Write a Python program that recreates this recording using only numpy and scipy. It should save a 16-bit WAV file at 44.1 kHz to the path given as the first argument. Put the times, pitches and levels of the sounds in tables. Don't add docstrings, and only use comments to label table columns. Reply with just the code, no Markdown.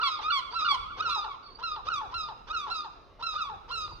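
import sys
import numpy as np
from scipy import signal
from scipy.fft import rfft, irfft
from scipy.io import wavfile
from scipy.ndimage import uniform_filter1d

SR = 44100
rng = np.random.default_rng(int(sys.argv[2]) if len(sys.argv) > 2 else 0)


def pcm_store(signal):
    levels = np.round(np.clip(np.atleast_2d(signal), -1, 1) * 32767)
    wavfile.write(sys.argv[1], SR, levels.astype(np.int16).T)


N = 176400

# freq_hz, gain_db
THROAT = [(180, -25.5), (400, -8.5), (650, -12.5), (900, -1), (1380, -2.5), (1750, -13), (2250, -17),
          (2800, -11), (3050, -7.5), (3400, -6), (4050, -9), (4500, -11), (5200, -18), (6400, -24.5),
          (7100, -42.5), (8000, -34.5), (9200, -56.5), (10200, -43), (11500, -49), (12600, -49),
          (15500, -58.5)]
BAND_LIMIT_HZ, ECHO_DULL_HZ = 15700, 1850


def gull_call(contour, gape, beak, start_s, leap_s, break_s, end_s, level_db, bright_db,
              treble_db=0, pitch_ratio=1, hold_s=0, slide_depth=1):
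    t = np.arange(start_s, end_s, 1 / SR)
    size = len(t)
    stage_times_s = [start_s, leap_s, leap_s + .002, leap_s + .003 + hold_s, break_s, end_s]
    stage = np.interp(t, stage_times_s, [0, 1, 1.02, 1.05, 2, 3])
    knots, *columns = np.transpose(contour)
    hz, envelope_db, overtone_db, rasp = (np.interp(stage, knots, column) for column in columns)
    overtone_db += bright_db
    open_stage, close_stage, open_db, scatter_rad = gape
    shut = np.clip(.5 + np.maximum(open_stage - stage, stage - close_stage) / .23, 0, 1)
    top_db = open_db + treble_db - 8.5 * shut
    slide = np.where((stage > 1) & (stage < 2), slide_depth, 1)
    hz = pitch_ratio * hz.max() * (hz / hz.max()) ** slide
    hz *= 1 + (.0014 + .022 * rasp) * waver(size, hz=263.1)
    phase = 2 * np.pi * np.cumsum(hz) / SR
    voice = np.zeros(size)
    for k in [.5, 1.5, 2.5, 3.5, 4.5, *range(1, 14)]:
        partial_hz = k * hz
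        weight = amp(-10) * rasp if k % 1 else np.sqrt(1 - rasp ** 2)
        lift = (max(k - 1, 0) / 2) ** .34
        treble = 1 / (1 + (6140 / partial_hz) ** 10)
        beak_db = sum(db * np.exp(-((partial_hz - centre_hz) / 394) ** 2) for centre_hz, db in beak)
        lift_db = (overtone_db + 1.5 * waver(size, hz=60)) * lift
        gain = amp(read(THROAT, partial_hz) + beak_db + lift_db + top_db * treble)
        gain *= partial_hz < BAND_LIMIT_HZ
        hiss_rad = scatter_rad * treble ** 2 * waver(size, hz=400)
        voice += weight * gain * np.sqrt(2) * np.sin(k * phase + hiss_rad)
    breath = amp(-5) * rasp * air_puffs(size, overtone_db)
    fade = np.clip(np.minimum(t - start_s, end_s - t) / .0044, 0, 1)
    shimmer_db = 2 * waver(size, hz=69.3)
    sound = fade * amp(envelope_db + shimmer_db) * (voice + breath)
    add(sound, 0, creak())
    return amp(level_db) * sound


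def mews():
    # stage, pitch_hz, level_db, overtone_db, rasp_share
    contour = [(0, 877.4, -12.5, -26, 0.81), (.5, 932.7, -9.5, -6, 0.96), (.95, 1050, -1.5, -15.5, 0.23),
               (1, 1325, -1.5, 2.5, 0.28), (1.17, 1401, 1, -0.5, 0.01), (1.32, 1316, -0.5, 3.5, 0.04),
               (1.58, 1252, -2, -1.5, 0.03), (1.85, 1217, -1.5, -6.5, 0.07), (1.98, 1191, -9, -8, 0.3),
               (2.04, 930, -4, -5.5, 0.5), (2.4, 864, -3, -18, 0.34), (3, 665, -15.5, -20.5, 0)]
    # open_stage, close_stage, treble_db, scatter_rad
    gape = (1.43, 1.75, -2.3, .2)
    # centre_hz, gain_db
    beak = [(2400, -6.5), (4800, 4.5), (5550, -6.5)]
    # start_s, leap_s, break_s, end_s, level_db, bright_db, treble_db, pitch_ratio
    calls = [(-.01, 0.032, .19, .212, -32.5, 4, -7, 1.004), (0.509, 0.545, 0.72, .74, -31, -1.5, 1.5, 0.98),
             (1.057, 1.099, 1.243, 1.282, -31.5, 2, -3, .995), (1.583, 1.629, 1.763, 1.805, -33, 1, -7, 1),
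             (2.104, 2.142, 2.286, 2.331, -33, 2, -1, 1), (2.664, 2.703, 2.846, 2.885, -33.5, 2, 1, .995),
             (3.191, 3.227, 3.413, 3.413, -33.5, 2, 1, 0.99),
             (3.678, 3.713, 3.88, 3.885, -33.5, 4.5, 2.5, 1.011)]
    # delay_s, length_s, first_hz, middle_hz, last_hz, relative_db
    second_voice = (.005, .042, 1230, 1120, 820, -10)
    delay_s, *glide, relative_db = second_voice
    mix = np.zeros(N)
    for row in calls:
        start_s, _, break_s, _, level_db, *_ = row
        add(mix, start_s, gull_call(contour, gape, beak, *row))
        add(mix, break_s + delay_s, whistle(*glide, level_db + relative_db))
    return mix


def squeals():
    # stage, pitch_hz, level_db, overtone_db, rasp_share
    contour = [(0, 836.8, -22, 2, .95), (.25, 1099, -12, -0.5, .9), (.35, 1202, -7, 0.5, .17),
               (.88, 1290, 2, -17.5, .02), (.97, 1342, -4, -16, .09), (1.05, 1458, -2.5, 0, .04),
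               (1.95, 1335, 3, -13, 0.03), (2.03, 1171, 0.5, -2, .04), (2.4, 1121, 0, 2.5, .04),
               (2.8, 1050, -4.5, -0.5, .14), (3, 937, -15, 4.5, .45)]
    # open_stage, close_stage, treble_db, scatter_rad
    gape = (2.39, 3, 1.8, 0.81)
    # centre_hz, gain_db
    beak = [(2250, 3.5), (5750, -8.5), (6850, -22)]
    # start_s, leap_s, break_s, end_s, level_db, bright_db
    calls = [(-.07, 0.014, 0.034, 0.1, -26, 0), (0.208, 0.302, 0.32, 0.41, -26.5, 1),
             (.595, 0.649, .686, .763, -25.5, -0.5)]
    # delay_s, gain_db
    far_echoes = [(.6, -14), (.775, -25.5)]
    mix = np.zeros(N)
    for row in calls:
        add(mix, row[0], gull_call(contour, gape, beak, *row))
    dulled = signal.lfilter(*signal.butter(2, ECHO_DULL_HZ, fs=SR), mix)
    for delay_s, gain_db in far_echoes:
        add(mix, delay_s, amp(gain_db) * dulled)
    return mix


def wails():
    # stage, pitch_hz, level_db, overtone_db, rasp_share
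    contour = [(0, 894, -18.5, -8.5, 1), (.42, 1076, -6, -6.5, 1), (.53, 1193, -8.5, -2.5, 0.53),
               (.83, 1279, 3.5, -5, 0.055), (.97, 1315, -4.5, -22.5, 0.096), (1.02, 1476, -4.5, -5, 0.2),
               (1.18, 1386, 2, -6.5, 0.096), (1.35, 1269, 1, -2, 0.052), (1.57, 1190, -6, -0.5, 0.038),
               (1.8, 1120, -7, -4, 0.041), (1.98, 1081, -6, -21, 0.11), (2.07, 892.5, -6.5, -9, 0.38),
               (2.55, 808.4, -8, -40.5, 0.42), (3, 668, -16.5, -13, 1)]
    # open_stage, close_stage, treble_db, scatter_rad
    gape = (1.4, 1.75, 3, 1)
    # centre_hz, gain_db
    beak = [(2950, -2.5), (4400, -4.5), (6100, 0.5)]
    # start_s, leap_s, break_s, end_s, level_db, bright_db, hold_s, slide_depth
    calls = [(0.965, 1.021, 1.16, 1.21, -28, 0.5, .019, 0.94),
             (1.847, 1.897, 2.01, 2.08, -28, -.5, 0.0096, 0.98),
             (2.467, 2.528, 2.668, 2.725, -30, 0.5, 0.0018, 0.94),
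             (3.327, 3.38, 3.494, 3.57, -31.5, -0.5, 0.0019, 0.97)]
    mix = np.zeros(N)
    for *row, hold_s, depth in calls:
        add(mix, row[0], gull_call(contour, gape, beak, *row, hold_s=hold_s, slide_depth=depth))
    return mix


def air_puffs(size, fizz_db, rattle_hz=370.2, split_hz=1750, top_hz=7000):
    cycles = np.cumsum(rattle_hz * (1 + .18 * waver(size, hz=100))) / SR
    puffs = evened((.14 + np.exp(-(cycles % 1) / .43)) * rng.standard_normal(size))
    fft_size = 16384
    hz = np.fft.rfftfreq(fft_size, 1 / SR)
    throat = evened(amp(read(THROAT, hz)) / np.hypot(1, (hz / top_hz) ** 3))
    spectrum = rfft(puffs, fft_size) * throat
    body = irfft(spectrum * (hz < split_hz))[:size]
    fizz = irfft(spectrum * (hz >= split_hz))[:size]
    return body + amp(fizz_db) * fizz


def creak(length_s=.028, snap_hz=342.4, band_hz=(1130, 5960)):
    t = np.arange(0, length_s, 1 / SR)
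    cycles = np.cumsum(snap_hz * (1 + .22 * waver(len(t), snap_hz))) / SR
    swell = np.sin(np.pi * (t / length_s) ** 1.9) ** .5
    snaps = np.diff(np.floor(cycles), prepend=0) * swell
    band = signal.butter(4, band_hz, "bandpass", fs=SR, output="sos")
    lowpass = signal.butter(10, band_hz[1], fs=SR, output="sos")
    return amp(-25.5) * evened(signal.sosfilt(np.vstack([band, lowpass]), snaps))


def whistle(length_s, first_hz, middle_hz, last_hz, level_db):
    t = np.arange(0, length_s, 1 / SR)
    glide = np.polyfit([0, .5, 1], [first_hz, middle_hz, last_hz], 2)
    hz = np.polyval(glide, t / length_s) * (1 + .0055 * waver(len(t), hz=110))
    fade = np.clip(np.minimum(t, length_s - t) / .0028, 0, 1)
    shimmer_db = 4.7 * waver(len(t), hz=58)
    return amp(level_db + shimmer_db) * fade * np.sin(2 * np.pi * np.cumsum(hz) / SR)


def chick():
    # start_s, length_s, first_hz, middle_hz, last_hz, level_db
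    whistles = [(0.507, 0.047, 4522, 4600, 4620, -44.5), (1.429, 0.15, 4588, 4470, 4670, -55),
                (2.727, .12, 4820, 4670, 4710, -51.5), (3.807, 0.17, 4543, 4780, 4450, -54)]
    mix = np.zeros(N)
    for start_s, *row in whistles:
        add(mix, start_s, whistle(*row))
    return mix


def wall_echoes(t):
    # delay_s, gain_db
    echoes = [(.014, -9.5), (.031, -17), (.087, -17), (0.119, -16), (0.243, -29.5)]
    smear_s, skew_s = .002, .0008
    walls = np.zeros((2, len(t)))
    for delay_s, gain_db in echoes:
        smear = rng.standard_normal(walls.shape) * np.exp(-abs(t - delay_s) / smear_s) * (t > delay_s)
        walls += amp(gain_db) * smear / np.linalg.norm(smear[0])
        for channel in walls:
            add(channel, delay_s + skew_s * rng.uniform(-1, 1), amp([gain_db]))
    return walls


def diffuse_tail(size, rise_s=.0097):
    # freq_hz, t60_s, level_db
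    yard = [(394, 0.85, -9), (1230, 1, -14), (2670, 1, -9), (4050, 0.98, -16), (6500, 0.78, -10),
            (13000, .35, -10.5)]
    hz, age_s, noise = signal.stft(rng.standard_normal((2, size)), SR, nperseg=256)
    decay = amp(-60 * age_s / read(yard, hz)[:, None]) * np.minimum(age_s / rise_s, 1)
    decay /= np.sqrt((decay ** 2).mean(1, keepdims=True) * size)
    gain = amp(read(yard, hz, column=2))[:, None]
    return signal.istft(noise * decay * gain, SR, nperseg=256)[1][:, :size]


def outdoors(birds):
    # freq_hz, left_minus_right_db, left_lead_rad
    direction = [(500, 3, -0.2), (1200, 0.5, -1.2), (2570, -16, -1.5), (3410, -8.5, 2.5), (3788, -2, -2),
                 (4930, -15.5, -2), (6500, -28, -8), (7560, -8, -1.87)]
    size, lead = SR, 256
    hz, t = np.fft.rfftfreq(size, 1 / SR), np.arange(size) / SR
    side = np.array([[.5], [-.5]])
    balance = amp(side * read(direction, hz))
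    balance /= np.sqrt((balance ** 2).mean(0))
    direct = balance * np.exp(1j * side * read(direction, hz, column=2))
    walls = rfft(wall_echoes(t)) / np.hypot(1, hz / ECHO_DULL_HZ)
    response = direct + balance ** .5 * (walls + rfft(diffuse_tail(size)))
    impulse = np.roll(irfft(response, size), lead, 1)
    return signal.fftconvolve(birds[None], impulse, axes=1)[:, lead:lead + N]


def wind():
    # time_s, level_db
    gusts = [(0, -63.5), (.9, -53), (1.401, -59), (2.102, -53.5), (2.9, -59.5), (4, -51.5)]
    # freq_hz, relative_db
    spectrum = [(27, -20), (36, 5.5), (48, -8), (105, -12.5), (150, -19), (2000, -63.5)]
    level_db = np.interp(np.arange(N) / SR, *np.transpose(gusts))
    return amp(level_db) * drifting_noise(spectrum, coherence=.69, patch_db=2)


def air():
    # freq_hz, relative_db
    spectrum = [(20, -14.5), (200, -4), (450, .5), (1300, -7), (1800, -15), (3000, -17), (4300, -23),
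                (6000, -29), (8000, -50), (15000, -51)]
    return amp(-59) * drifting_noise(spectrum, coherence=.73, patch_db=3)


def drifting_noise(spectrum, coherence, patch_db):
    hz = np.fft.rfftfreq(4096, 1 / SR)
    left_re, left_im, own_re, own_im, patches = rng.standard_normal((N // 1024 + 5, len(hz), 5)).T
    patches = uniform_filter1d(patches, size=14, axis=0)
    patches = evened(uniform_filter1d(patches, size=5, axis=1))
    left = left_re + 1j * left_im
    right = coherence * left + np.sqrt(1 - coherence ** 2) * (own_re + 1j * own_im)
    frames = np.array([left, right]) * amp(read(spectrum, hz)[:, None] + patch_db * patches)
    return evened(signal.istft(frames, nperseg=4096, noverlap=3072)[1][:, :N])


def amp(db):
    return 10 ** (np.asarray(db) / 20)


def evened(x):
    return x / np.sqrt(np.mean(x ** 2) + 1e-20)


def read(table, hz, column=1):
    columns = np.transpose(table)
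    return np.interp(np.log(hz + 1), np.log(columns[0] + 1), columns[column])


def add(mix, start_s, sound):
    at = round(start_s * SR)
    sound = sound[max(-at, 0):]
    part = mix[max(at, 0):][:len(sound)]
    part += sound[:len(part)]


def waver(size, hz):
    steps = np.arange(size) * 2 * hz / SR
    return 1.2 * np.interp(steps, np.arange(1024), rng.standard_normal(1024))


def scene():
    return outdoors(mews() + squeals() + wails() + chick()) + wind() + air()


def record(dry):
    lowpass = signal.firwin(511, BAND_LIMIT_HZ, window=("kaiser", 9), fs=SR)
    return signal.oaconvolve(dry, lowpass[None], "same")


dry = scene()
out = record(dry)
pcm_store(out)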